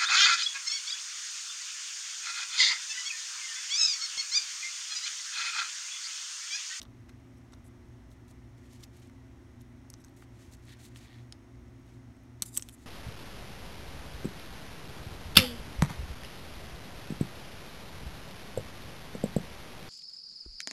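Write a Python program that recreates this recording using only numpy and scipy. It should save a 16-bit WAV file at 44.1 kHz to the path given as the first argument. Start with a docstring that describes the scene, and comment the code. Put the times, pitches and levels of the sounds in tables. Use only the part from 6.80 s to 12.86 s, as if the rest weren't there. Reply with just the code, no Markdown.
"""A workshop with a padded bench, heard by one close mono microphone.
Gloved hands work snap ring pliers into a small steel housing: steel modes die away as the tips tick and
the housing is knocked, and filtered noise and small cracks make the gloves rustle and creak.
At the end the ring slips its groove and springs out, scraping by way of grit that drives steel resonances.
Shaped noise and steady tones make the ventilation hum, a faint hiss and the whine of the lighting."""
import sys
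import numpy as np
from scipy import signal
from scipy.fft import rfft, irfft
from scipy.io import wavfile
from scipy.ndimage import uniform_filter1d

SR = 44100
rng = np.random.default_rng(int(sys.argv[2]) if len(sys.argv) > 2 else 0)


def wav_out(sig):
    """Save sig, one row per channel (or a flat mono array), as 16-bit PCM at SR to the path in sys.argv[1]."""
    wavfile.write(sys.argv[1], SR, np.round(np.clip(np.atleast_2d(sig).T, -1, 1) * 32767).astype(np.int16))


def volts_from_decibels(level):
    """Turn decibel levels (scalar or array-like) into linear amplitude factors."""
    exponent = np.asarray(level, float) / 20
    return 10 ** exponent


N = 267242  # length in samples

SLIP_S, SPRING_S = 5.62195, 5.7741  # the ring slips its groove; it springs free
# spectrum of sliding rubber: (f/Hz, relative level per Hz/dB)
GLOVE_SPECTRUM = [(500, -15), (1000, -1), (1500, 0.5), (2400, 4), (4000, -4), (6500, 1.5), (9000, -3.5),
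                  (13500, -15.5), (16500, -21)]
# spectrum of rubber letting go: (f/Hz, relative level per Hz/dB)
CRACK_SPECTRUM = [(1000, -30), (1900, 0), (2700, -6), (3400, 0), (4400, 1), (5000, -8), (8000, -14),
                  (12000, -10), (16500, -29)]
# spectrum of grit under sliding steel: (f/Hz, relative level per Hz/dB)
RASP_SPECTRUM = [(2000, -27), (3500, -15), (6000, -29), (7500, -13), (13000, -10), (14500, -24),
                 (16500, -27)]
SCRAPE_FADE_DB = -9.5  # at both ends of a slide of steel on steel


def evened(x):
    """Scales to rms 1."""
    return x / np.sqrt(np.mean(x ** 2) + 1e-20)


def read(points, hz):
    """Straight lines between points on a log-frequency axis."""
    f, value = np.transpose(points)
    return np.interp(np.log(hz + 1), np.log(f + 1), value)


def add(mix, s, sound):
    """Mixes a sound in at a time in seconds."""
    part = mix[round(s * SR):][:len(sound)]
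    part += sound[:len(part)]


def coloured(x, points):
    """Filters by a spectrum in dB, then scales to rms 1."""
    gain_db = read(points, np.fft.rfftfreq(len(x), 1 / SR))
    return evened(irfft(rfft(x) * volts_from_decibels(gain_db), len(x)))


def tilted(x, slope_db, pivot_hz=6000):
    """Tilts the spectrum by a slope per octave, level below 1500 Hz."""
    hz = np.fft.rfftfreq(len(x), 1 / SR)
    octaves = np.log2(np.maximum(hz, 1500) / pivot_hz)
    return irfft(rfft(x) * volts_from_decibels(octaves * slope_db), len(x))


def resonate(x, hz, width):
    """The same two-pole resonance twice in series; width in Hz is that of each pass."""
    coefficients = signal.iirpeak(hz, hz / width, SR)
    return signal.lfilter(*coefficients, signal.lfilter(*coefficients, x))


def smoothed(x, size):
    """Two running means, leaving only slow drift."""
    return uniform_filter1d(uniform_filter1d(x, size=size), size=size)


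def workshop():
    """Air and fans are shaped noise and narrow noise bands; motors and lighting are sine tones."""
    # fan rumble: (f/Hz, relative level per Hz/dB)
    rumble_spectrum = [(20, -40), (26, -6), (39, -20), (56, 1), (75, -0.5), (100, -2.5), (120, 1.5),
                       (132, -16), (146, -14.5), (170, -12.5), (195, -13), (235, -13), (360, -10.5),
                       (435, -26.5), (620, -54.5)]
    # air hiss: (f/Hz, relative level per Hz/dB)
    hiss_spectrum = [(250, -39), (420, -3.5), (622, -1), (842, -3), (1660, -8), (1960, -5.5), (2540, -12.5),
                     (4120, -17.5), (4800, -21), (6300, -23), (9400, -23.5), (10400, -30.5), (11200, -26),
                     (12500, -31), (16000, -36)]
    # fuzzy bands of the fans: (f/Hz, rms level/dB, width of each resonance pass/Hz)
    fan_bands = [(239, -68, 15.6), (223.2, -72.5, 22), (296.5, -72, 15.6), (337.8, -73.5, 14.3),
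                 (170, -77, 12), (2040, -85, 74), (5280, -86, 240), (6300, -91, 120), (6490, -85.5, 330),
                 (115.1, -68, 13)]
    # motor tones, whose level wavers: (f/Hz, typical rms level/dB)
    motor_tones = [(29.5, -73.5), (58.3, -65.5), (120, -58), (240, -64), (264.3, -63.5), (358, -71),
                   (660, -81)]
    # thin steady tones of the lighting: (f/Hz, rms level/dB)
    light_tones = [(5443, -94), (5760, -85.5), (6120, -97)]
    waver_db = 2.5  # rms unsteadiness of the motor tones
    t = np.arange(N) / SR
    room = volts_from_decibels(-55) * coloured(rng.standard_normal(N), rumble_spectrum)
    room += volts_from_decibels(-66) * coloured(rng.standard_normal(N), hiss_spectrum)
    for hz, db, band_hz in fan_bands:
        room += volts_from_decibels(db) * evened(resonate(rng.standard_normal(N), hz, band_hz))
    for hz, db in motor_tones:
        waver = evened(smoothed(rng.standard_normal(N), 2000))
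        tone = np.sqrt(2) * np.sin(2 * np.pi * (hz * t + rng.random()))
        room += volts_from_decibels(db + waver_db * waver) * tone
    for hz, db in light_tones:
        room += volts_from_decibels(db) * np.sqrt(2) * np.sin(2 * np.pi * hz * t)
    return room


def grit(count, per_s, spread_db):
    """Tiny catches at random moments and of either sign; a few are large."""
    caught = rng.random(count) < per_s / SR
    size = volts_from_decibels(spread_db * np.minimum(rng.exponential(1, count), 4))
    return caught * size * rng.choice([-1, 1], count)


def fidget():
    """Faint stray cracks of the gloves all along."""
    return volts_from_decibels(-89) * coloured(grit(N, 40, 2.5), GLOVE_SPECTRUM)


def rings(modes, cycles, detune=1):
    """One dying sine a mode, as rows, losing 60 dB in that many cycles; neighbours start opposed."""
    hz, db = (c[:, None] for c in np.transpose(modes))
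    turns = hz * detune * np.arange(2048) / SR
    sign = (-1.) ** np.arange(len(hz))[:, None]
    return sign * volts_from_decibels(db - 60 * turns / cycles) * np.sin(2 * np.pi * turns)


def contact_onset(rise_s):
    """A contact takes a moment: an exponential rise with this time constant."""
    return 1 - np.exp(-np.arange(2048) / (rise_s * SR))


def strike(table, modes, cycles, weigh, shift):
    """Rings the modes once a row; the grip shifts them a little each time."""
    out, hz = np.zeros(N), np.transpose(modes)[0]
    onset = contact_onset(.00006)
    for s, db, *where in table:
        grip, uneven = rng.standard_normal((2, len(modes), 1))
        blow = volts_from_decibels((db - weigh(hz, *where))[:, None] + 1.4 * uneven)
        add(out, s, onset * (blow * rings(modes, cycles, 1 + shift * grip)).sum(0))
    return out


def clicks():
    """Each contact rings the pliers at another spot; thin tips radiate no bass."""
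    # steel tips on steel: (t/s, blow to the pliers/dB, struck spot/octaves above spot_hz,
    # fall away from that spot/about dB per octave, sign ignored)
    contacts = [(.0162, -40.5, 0, 8.5), (.0282, -55.5, 3, 1), (.0306, -51.5, 0.5, 9), (.0345, -61, 2, 4),
                (.0522, -54.5, 0, 18.5), (.293, -63, .1, 2), (.7228, -62, 0.52, 12), (.7248, -63, -1, 12),
                (.7324, -58, 1.1, 15), (.7368, -56, 0.5, 16), (.7388, -60, .4, 14), (.7478, -69, 2, 10),
                (1.3158, -63.5, 0.26, 12), (1.482, -67, 1.4, 6), (1.5114, -61, 1.3, 9),
                (1.9334, -61, 1.5, 17), (1.9415, -63, 0.5, 8), (2.0352, -47, 0.3, 17),
                (2.0384, -44.5, 0.6, 22), (2.0411, -51, 2, 16), (2.1669, -66, 2, 5), (2.1735, -61, 1.5, 14),
                (2.1995, -67, 2, 4), (2.2728, -63.5, 1.25, 17), (2.2968, -67, 0.7, 7),
                (2.8103, -62, 0.7, 8), (2.8167, -58, 1.7, 27), (3.1015, -46.5, 1.3, 16),
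                (3.1333, -59, 1.5, 13), (3.1387, -44.5, 0.7, 21), (3.2406, -56.5, 0.65, 16),
                (3.2465, -51, 0.9, 20), (3.2545, -69, 2, 25), (3.2829, -64, 0.5, 14), (3.2935, -68, 2, 20),
                (3.4212, -66.5, 1.5, 6), (3.7365, -52.5, 0.98, 15), (3.7692, -67, 1, 12),
                (3.8537, -63, 1.5, 15), (3.9708, -67, 1, 11), (4.1598, -55, 0.3, 11),
                (4.2816, -58, 0.2, 20), (4.5238, -42, 0.45, 17), (4.997, -68, 2.3, 14), (5.048, -74, 3, 12),
                (4.756, -67, 0.4, 20), (4.882, -69, 1, 25), (5.066, -70, 1.4, 12), (5.0789, -67, 0, 9),
                (5.367, -68, 1.3, 22), (5.4342, -68, 2, 10), (5.5984, -68, 0.5, 14), (5.6211, -42, 1, 10),
                (SLIP_S, -31, .9, 14), (5.6255, -36, 1.1, 10), (5.6285, -38.5, 3, -4.5),
                (5.6358, -47, 2, 7), (5.7683, -42, 1.3, 6), (SPRING_S, -30, 1.2, 20), (5.7776, -36, 1, 12),
                (5.7954, -47.5, 0.8, 9), (5.8154, -56, 2, 30), (5.8234, -33, 0.96, 34),
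                (5.831, -54, 1.2, 10), (5.836, -61, 1.5, 6), (5.8876, -46, 1.4, 11), (5.8941, -48, 1.5, 16)]
    # what the pliers ring with: (f/Hz, relative level/dB)
    plier_modes = [(2800, 1.5), (3200, 2), (3700, 6.5), (4300, 2.5), (5100, 4), (5600, 6.5), (6250, 8),
                   (6850, 3.5), (7900, 8.5), (8300, 8.5), (8900, 7), (9700, 4.5), (11200, 12), (12400, 3),
                   (13400, 8), (15000, -2)]
    spot_hz, shoulder = 3400, 1.04  # the shoulder exponent rounds the top of the fall

    def weigh(hz, spot, fall_db):
        away = abs(np.log2(hz / spot_hz) - spot)
        return abs(fall_db) * away ** shoulder

    ticks = strike(contacts, plier_modes, 34, weigh, .014)  # 34 swings to lose 60 dB, hand-held
    return signal.sosfilt(signal.butter(4, 2500, "high", fs=SR, output="sos"), ticks)


def knocks():
    """The housing answers with the modes near the struck wall's pitch."""
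    # the housing is knocked: (t/s, blow level/dB, f around which its modes answer/Hz)
    blows = [(.0162, -51, 1300), (.0306, -56, 1200), (.0345, -59, 1210), (.0522, -55, 1100),
             (.293, -55, 1500), (.7228, -56, 1900), (.7324, -46, 1130), (.7368, -54, 1150),
             (2.0352, -61, 2600), (2.0384, -59, 2300), (2.2968, -55, 1700), (3.1015, -61, 2000),
             (3.1387, -50.5, 1260), (3.2465, -60, 1500), (3.4235, -48.5, 1450), (3.7365, -62, 2000),
             (4.1598, -44, 2500), (4.5238, -48, 2000), (5.367, -63, 2000), (5.6217, -42, 1300),
             (5.6255, -50, 2000), (5.6285, -39, 2360), (5.6358, -48, 3000), (5.7683, -39, 2900),
             (5.774, -48, 2000), (5.7774, -38.5, 3000), (5.7954, -45, 2600), (5.8234, -43.5, 3100),
             (5.8876, -45.5, 2900), (5.8941, -47, 3200)]
    # what the housing rings with: (f/Hz, relative level/dB)
    housing_modes = [(260, -4), (520, 0.5), (700, -3), (900, -1), (1200, 2), (1500, 0.5), (1950, 2),
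                     (2450, -0.5), (3200, 3)]

    def weigh(hz, near_hz):
        return 10 * abs(np.log2(hz / near_hz))  # dB lost, 10 per octave away from that pitch

    return strike(blows, housing_modes, 17, weigh, 0.055)  # 17 swings to lose 60 dB, hand-held


def pings():
    """A single dying sine each: high ones are steel singing out, low ones the body of a knock."""
    # (t/s, starting level ahead of the onset and high-pass/dB, f/Hz, time to lose 60 dB/s)
    dying_tones = [(0.0164, -33.5, 5640, .009), (.0282, -50, 5940, .008), (.7228, -58, 5550, .012),
                   (2.0386, -39, 5840, .008), (3.1015, -42, 5500, 0.01), (3.1015, -43, 6100, 0.0088),
                   (3.1015, -44, 11200, .005), (3.2465, -55, 1570, .03), (4.1598, -42.5, 3300, 0.013),
                   (4.5238, -43, 5130, .013), (4.5238, -42, 3100, .005), (4.5242, -37, 9400, 0.0037),
                   (SLIP_S, -20, 4330, .009), (SLIP_S, -18, 6100, .005), (SLIP_S, -21, 11400, .004),
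                   (SLIP_S, -12.5, 8300, .005), (5.6257, -27, 8000, .007), (5.6257, -33, 13200, .006),
                   (5.622, -39, 201, 0.056), (5.775, -50, 200, 0.051), (5.7742, -40, 1090, 0.004),
                   (SPRING_S, -27, 10900, .006), (.0282, -46, 14500, .004), (.7232, -58, 3700, .015),
                   (.7236, -59, 8000, .018), (.7368, -58, 3700, .015), (0.736, -53, 5630, .014),
                   (.7326, -62, 11000, .01), (3.1333, -61, 11400, .008), (3.1333, -60, 8000, .01),
                   (3.2465, -55, 8000, .015), (3.2465, -61, 11500, .012), (3.2465, -59, 5600, 0.017),
                   (3.2829, -58, 8800, .008), (3.2829, -63, 4000, .01), (5.7954, -50, 3600, .012),
                   (5.8, -54, 5170, .015), (5.8238, -44, 3300, 0.011), (5.8242, -35, 6000, 0.0072),
                   (4.5238, -43, 2470, 0.0055), (5.768, -45, 3100, 0.017), (SPRING_S, -20, 13400, .008),
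                   (SPRING_S, -9.5, 8140, .006), (SPRING_S, -21, 6900, .006), (5.7776, -21, 8300, .006),
                   (5.7838, -38, 8000, .008), (5.773, -36, 3430, 0.0088), (5.7954, -46, 9450, .005),
                   (5.824, -26.5, 8350, 0.0073), (5.8876, -43, 3530, .01)]
    out, onset = np.zeros(N), contact_onset(.00009)
    for s, db, hz, t60 in dying_tones:
        tone = onset * rings([(hz, db)], hz * t60)[0]
        # the high-pass leaves no thump below the tone
        add(out, s, signal.lfilter(*signal.butter(2, hz / 2, "high", fs=SR), tone))
    return out


def stroke(length, db, peak, fade_db):
    """Gain of one movement: swells to its peak, then dies away."""
    u, peak = np.arange(0, length, 1 / SR) / length, np.clip(peak, .02, .98)
    away = np.where(u < peak, (peak - u) / peak, (u - peak) / (1 - peak))
    wobble_db = 1.55 * evened(smoothed(rng.standard_normal(len(u)), 300))  # the hand is never steady
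    ends = np.minimum(1, np.minimum(u, 1 - u) * length * 400)  # 2.5 ms ramps
    return volts_from_decibels(db + fade_db * away ** 1.6 + wobble_db) * ends


def rubs():
    """Rubber slides with a hiss and lets go in small cracks."""
    # the gloves slide: (start t/s, length/s, level at the peak ahead of the hiss tilt/dB,
    # place of the peak/0-1, brightness of the hiss/dB per octave)
    glove_moves = [(.284, .02, -63, .4, -5), (1.3, .045, -68, 0.3, 7), (1.475, 0.051, -64.5, .5, 6),
                   (1.765, 0.037, -69.5, 0.5, 2), (1.8, 0.1, -70, 0.6, 0), (1.89, 0.1, -62, 0.46, 1),
                   (1.99, 0.055, -63.5, 0.4, 2), (2.025, 0.03, -55, 0.3, 2), (2.12, 0.096, -66.5, 0.5, 0),
                   (2.215, 0.069, -66, 0.1, -1), (2.8, 0.021, -66.5, .55, 6), (3.245, 0.096, -76, 0.25, 2),
                   (3.362, 0.08, -67, 0.04, 8.5), (3.415, 0.038, -66, .2, -1), (3.5, 0.13, -71, .7, 0),
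                   (3.59, 0.14, -64.5, 0.16, 0.5), (3.71, .045, -58.5, .68, 6), (3.76, .07, -76, .5, 0),
                   (3.82, 0.121, -62, 0.96, 1.5), (3.985, 0.037, -58.5, .45, 0.5),
                   (4.01, 0.083, -56.5, .45, 5), (4.08, 0.091, -73, .4, -5), (3.94, .055, -71, 0.5, -5.5),
                   (4.145, 0.052, -57, 0.5, 2.5), (4.17, 0.11, -61.5, 0.68, -1),
                   (4.26, 0.26, -72.5, 0.34, -3), (5.04, 0.17, -73, .4, 0), (5.84, .1, -68, .3, 2),
                   (5.94, 0.18, -68, 0.47, 4)]
    crackle = 0.25  # share of the power in small cracks 0-1, ahead of the hiss tilt
    out = np.zeros(N)
    for s, length, db, peak, slope_db in glove_moves:
        gain = stroke(length, db, peak, -11)
        hiss = tilted(coloured(rng.standard_normal(len(gain)), GLOVE_SPECTRUM), slope_db)
        cracks = coloured(grit(len(gain), 810, 2.2), CRACK_SPECTRUM)
        add(out, s, gain * (np.sqrt(1 - crackle) * hiss + np.sqrt(crackle) * cracks))
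    return out


def sing(drive, modes):
    """Friction heard through a set of resonances, neighbours opposed, scaled to rms 1."""
    out = np.zeros(len(drive))
    for k, (hz, mode_hz, db) in enumerate(modes):
        # two passes 1.7 times as wide come out about as wide as the mode
        out += (-1) ** k * volts_from_decibels(db) * resonate(drive, hz, 1.7 * mode_hz)
    return evened(out)


def slides():
    """The tips slide over steel and sing: fine grit drives their modes."""
    # (start t/s, length/s, level of the singing at the peak/dB, place of the peak/0-1)
    tip_moves = [(.565, .027, -75, .6), (3.172, 0.023, -75, .6), (3.198, 0.027, -66, 0.2),
                 (3.256, 0.018, -73, .4), (5.785, .032, -64, .6)]
    # the tips under friction: (f/Hz, approximate width/Hz, relative level/dB)
    tip_modes = [(3700, 300, -6), (5600, 260, 2), (6300, 300, -7), (7700, 220, 0), (8800, 400, -6),
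                 (11200, 350, -1)]
    out = np.zeros(N)
    for s, length, db, peak in tip_moves:
        gain = stroke(length, db, peak, SCRAPE_FADE_DB)
        drive = grit(len(gain), 2500, 3.1)
        add(out, s, gain * (sing(drive, tip_modes) + 0.27 * coloured(drive, RASP_SPECTRUM)))
    return out


def scrapes():
    """Fine grit drives modes of the scraped steel; the bare rasp fills in between them."""
    # steel scrapes on steel, the pliers faintly at first, the ring at the end: (start t/s, length/s,
    # level at the peak/dB, place of the peak/0-1, f around which the modes answer/Hz)
    steel_moves = [(.84, .047, -66, .77, 11500), (5.654, 0.023, -47, .15, 9500),
                   (5.674, .025, -51, .3, 7600), (5.696, .026, -63, .5, 8000),
                   (5.718, .021, -59, .4, 11000), (5.726, .028, -50, .8, 7600),
                   (5.742, 0.0066, -50, .5, 9500), (5.748, 0.013, -43.5, .5, 7700),
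                   (5.758, 0.012, -43, .6, 8800), (5.802, .018, -59, .7, 8500), (5.836, .05, -72, .2, 6500),
                   (5.9, .03, -66, 0.6, 9000), (5.922, 0.03, -55, .8, 10500)]
    # steel under friction: (f/Hz, approximate width/Hz, relative level/dB)
    steel_modes = [(3560, 70, 2), (3850, 150, 1), (4850, 440, -4), (6400, 570, -2), (7210, 160, 4),
                   (7800, 200, 6), (8800, 210, 4.5), (9900, 250, 6), (10800, 460, -11), (11800, 500, -3),
                   (13000, 400, -8)]
    out = np.zeros(N)
    for s, length, db, peak, near_hz in steel_moves:
        gain = stroke(length, db, peak, SCRAPE_FADE_DB)
        squeeze = 1 + .008 * rng.standard_normal(len(steel_modes))  # shifts each mode
        drive = grit(len(gain), 6500, 3.8)
        # modes lose 7 dB per octave away from the pitch of this scrape
        modes = [(hz * shift, mode_hz, mode_db - 7 * abs(np.log2(hz / near_hz)))
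                 for (hz, mode_hz, mode_db), shift in zip(steel_modes, squeeze)]
        add(out, s, gain * evened(sing(drive, modes) + .38 * coloured(drive, RASP_SPECTRUM)))
    return out


def creaks():
    """Rubber sticks and slips on the handle: an uneven row of slips, each a crack of rubber."""
    # (start t/s, length/s, level at the peak ahead of the tilt/dB, approximate slips per s)
    grips = [(3.87, .085, -61, 190), (4.2, .22, -65.5, 130)]
    out = np.zeros(N)
    smear = volts_from_decibels(-60 * np.arange(400) / SR / .011)  # one slip loses 60 dB in 11 ms
    for s, length, db, per_s in grips:
        gain = stroke(length, db, 0.44, -6)
        gap, size = rng.standard_normal((100, 2)).T
        at = (np.cumsum(np.exp(.3 * gap)) * SR / per_s).astype(int)
        inside = at < len(gain)
        slips = np.zeros(len(gain))
        slips[at[inside]] = volts_from_decibels(1.5 * size)[inside]  # sizes spread by 1.5 dB
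        slips = signal.fftconvolve(slips, smear)[:len(gain)] * rng.standard_normal(len(gain))
        rubber = evened(slips) + .65 * rng.standard_normal(len(gain))  # hiss between the slips
        add(out, s, gain * tilted(coloured(rubber, CRACK_SPECTRUM), -5, pivot_hz=4000))
    return out


def bench(x):
    """A few close echoes, then a short diffuse tail of dying noise."""
    # off the bench and its back panel: (delay t/s, level against the direct sound/dB)
    reflections = [(.0026, -17.5), (.0049, -21.5), (.0071, -27)]
    t = np.arange(6000) / SR
    fall = volts_from_decibels(-60 * t / .032) + volts_from_decibels(-19.0 - 60 * t / 0.22)  # a fast and a slow decay
    tail = rng.standard_normal(len(t)) * fall * (t > .0015)
    answer = volts_from_decibels(-14.5) * tail / np.linalg.norm(tail)  # tail energy against the direct sound
    answer[0] = 1
    for s, db in reflections:
        answer[round(s * SR)] += volts_from_decibels(db)
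    return signal.oaconvolve(x, answer)[:N]


def scene():
    """Hands and tool on the bench, in the hum of the workshop."""
    room = workshop()
    hands = fidget() + clicks() + knocks() + pings() + rubs() + slides() + scrapes() + creaks()
    return (bench(hands) + room)[None]


def band_limit(x):
    """A steep low-pass at the top of the band."""
    return signal.sosfilt(signal.butter(12, 16810, fs=SR, output="sos"), x)


def record(dry):
    """The top of the band falls away steeply, to 15 dB down above 15850 Hz."""
    lowpass = signal.firwin(401, 15850, window=("kaiser", 6), fs=SR)
    low = signal.oaconvolve(dry, lowpass[None], "same")
    return band_limit(low + volts_from_decibels(-15) * (dry - low))


dry = scene()
out = record(dry)
wav_out(out)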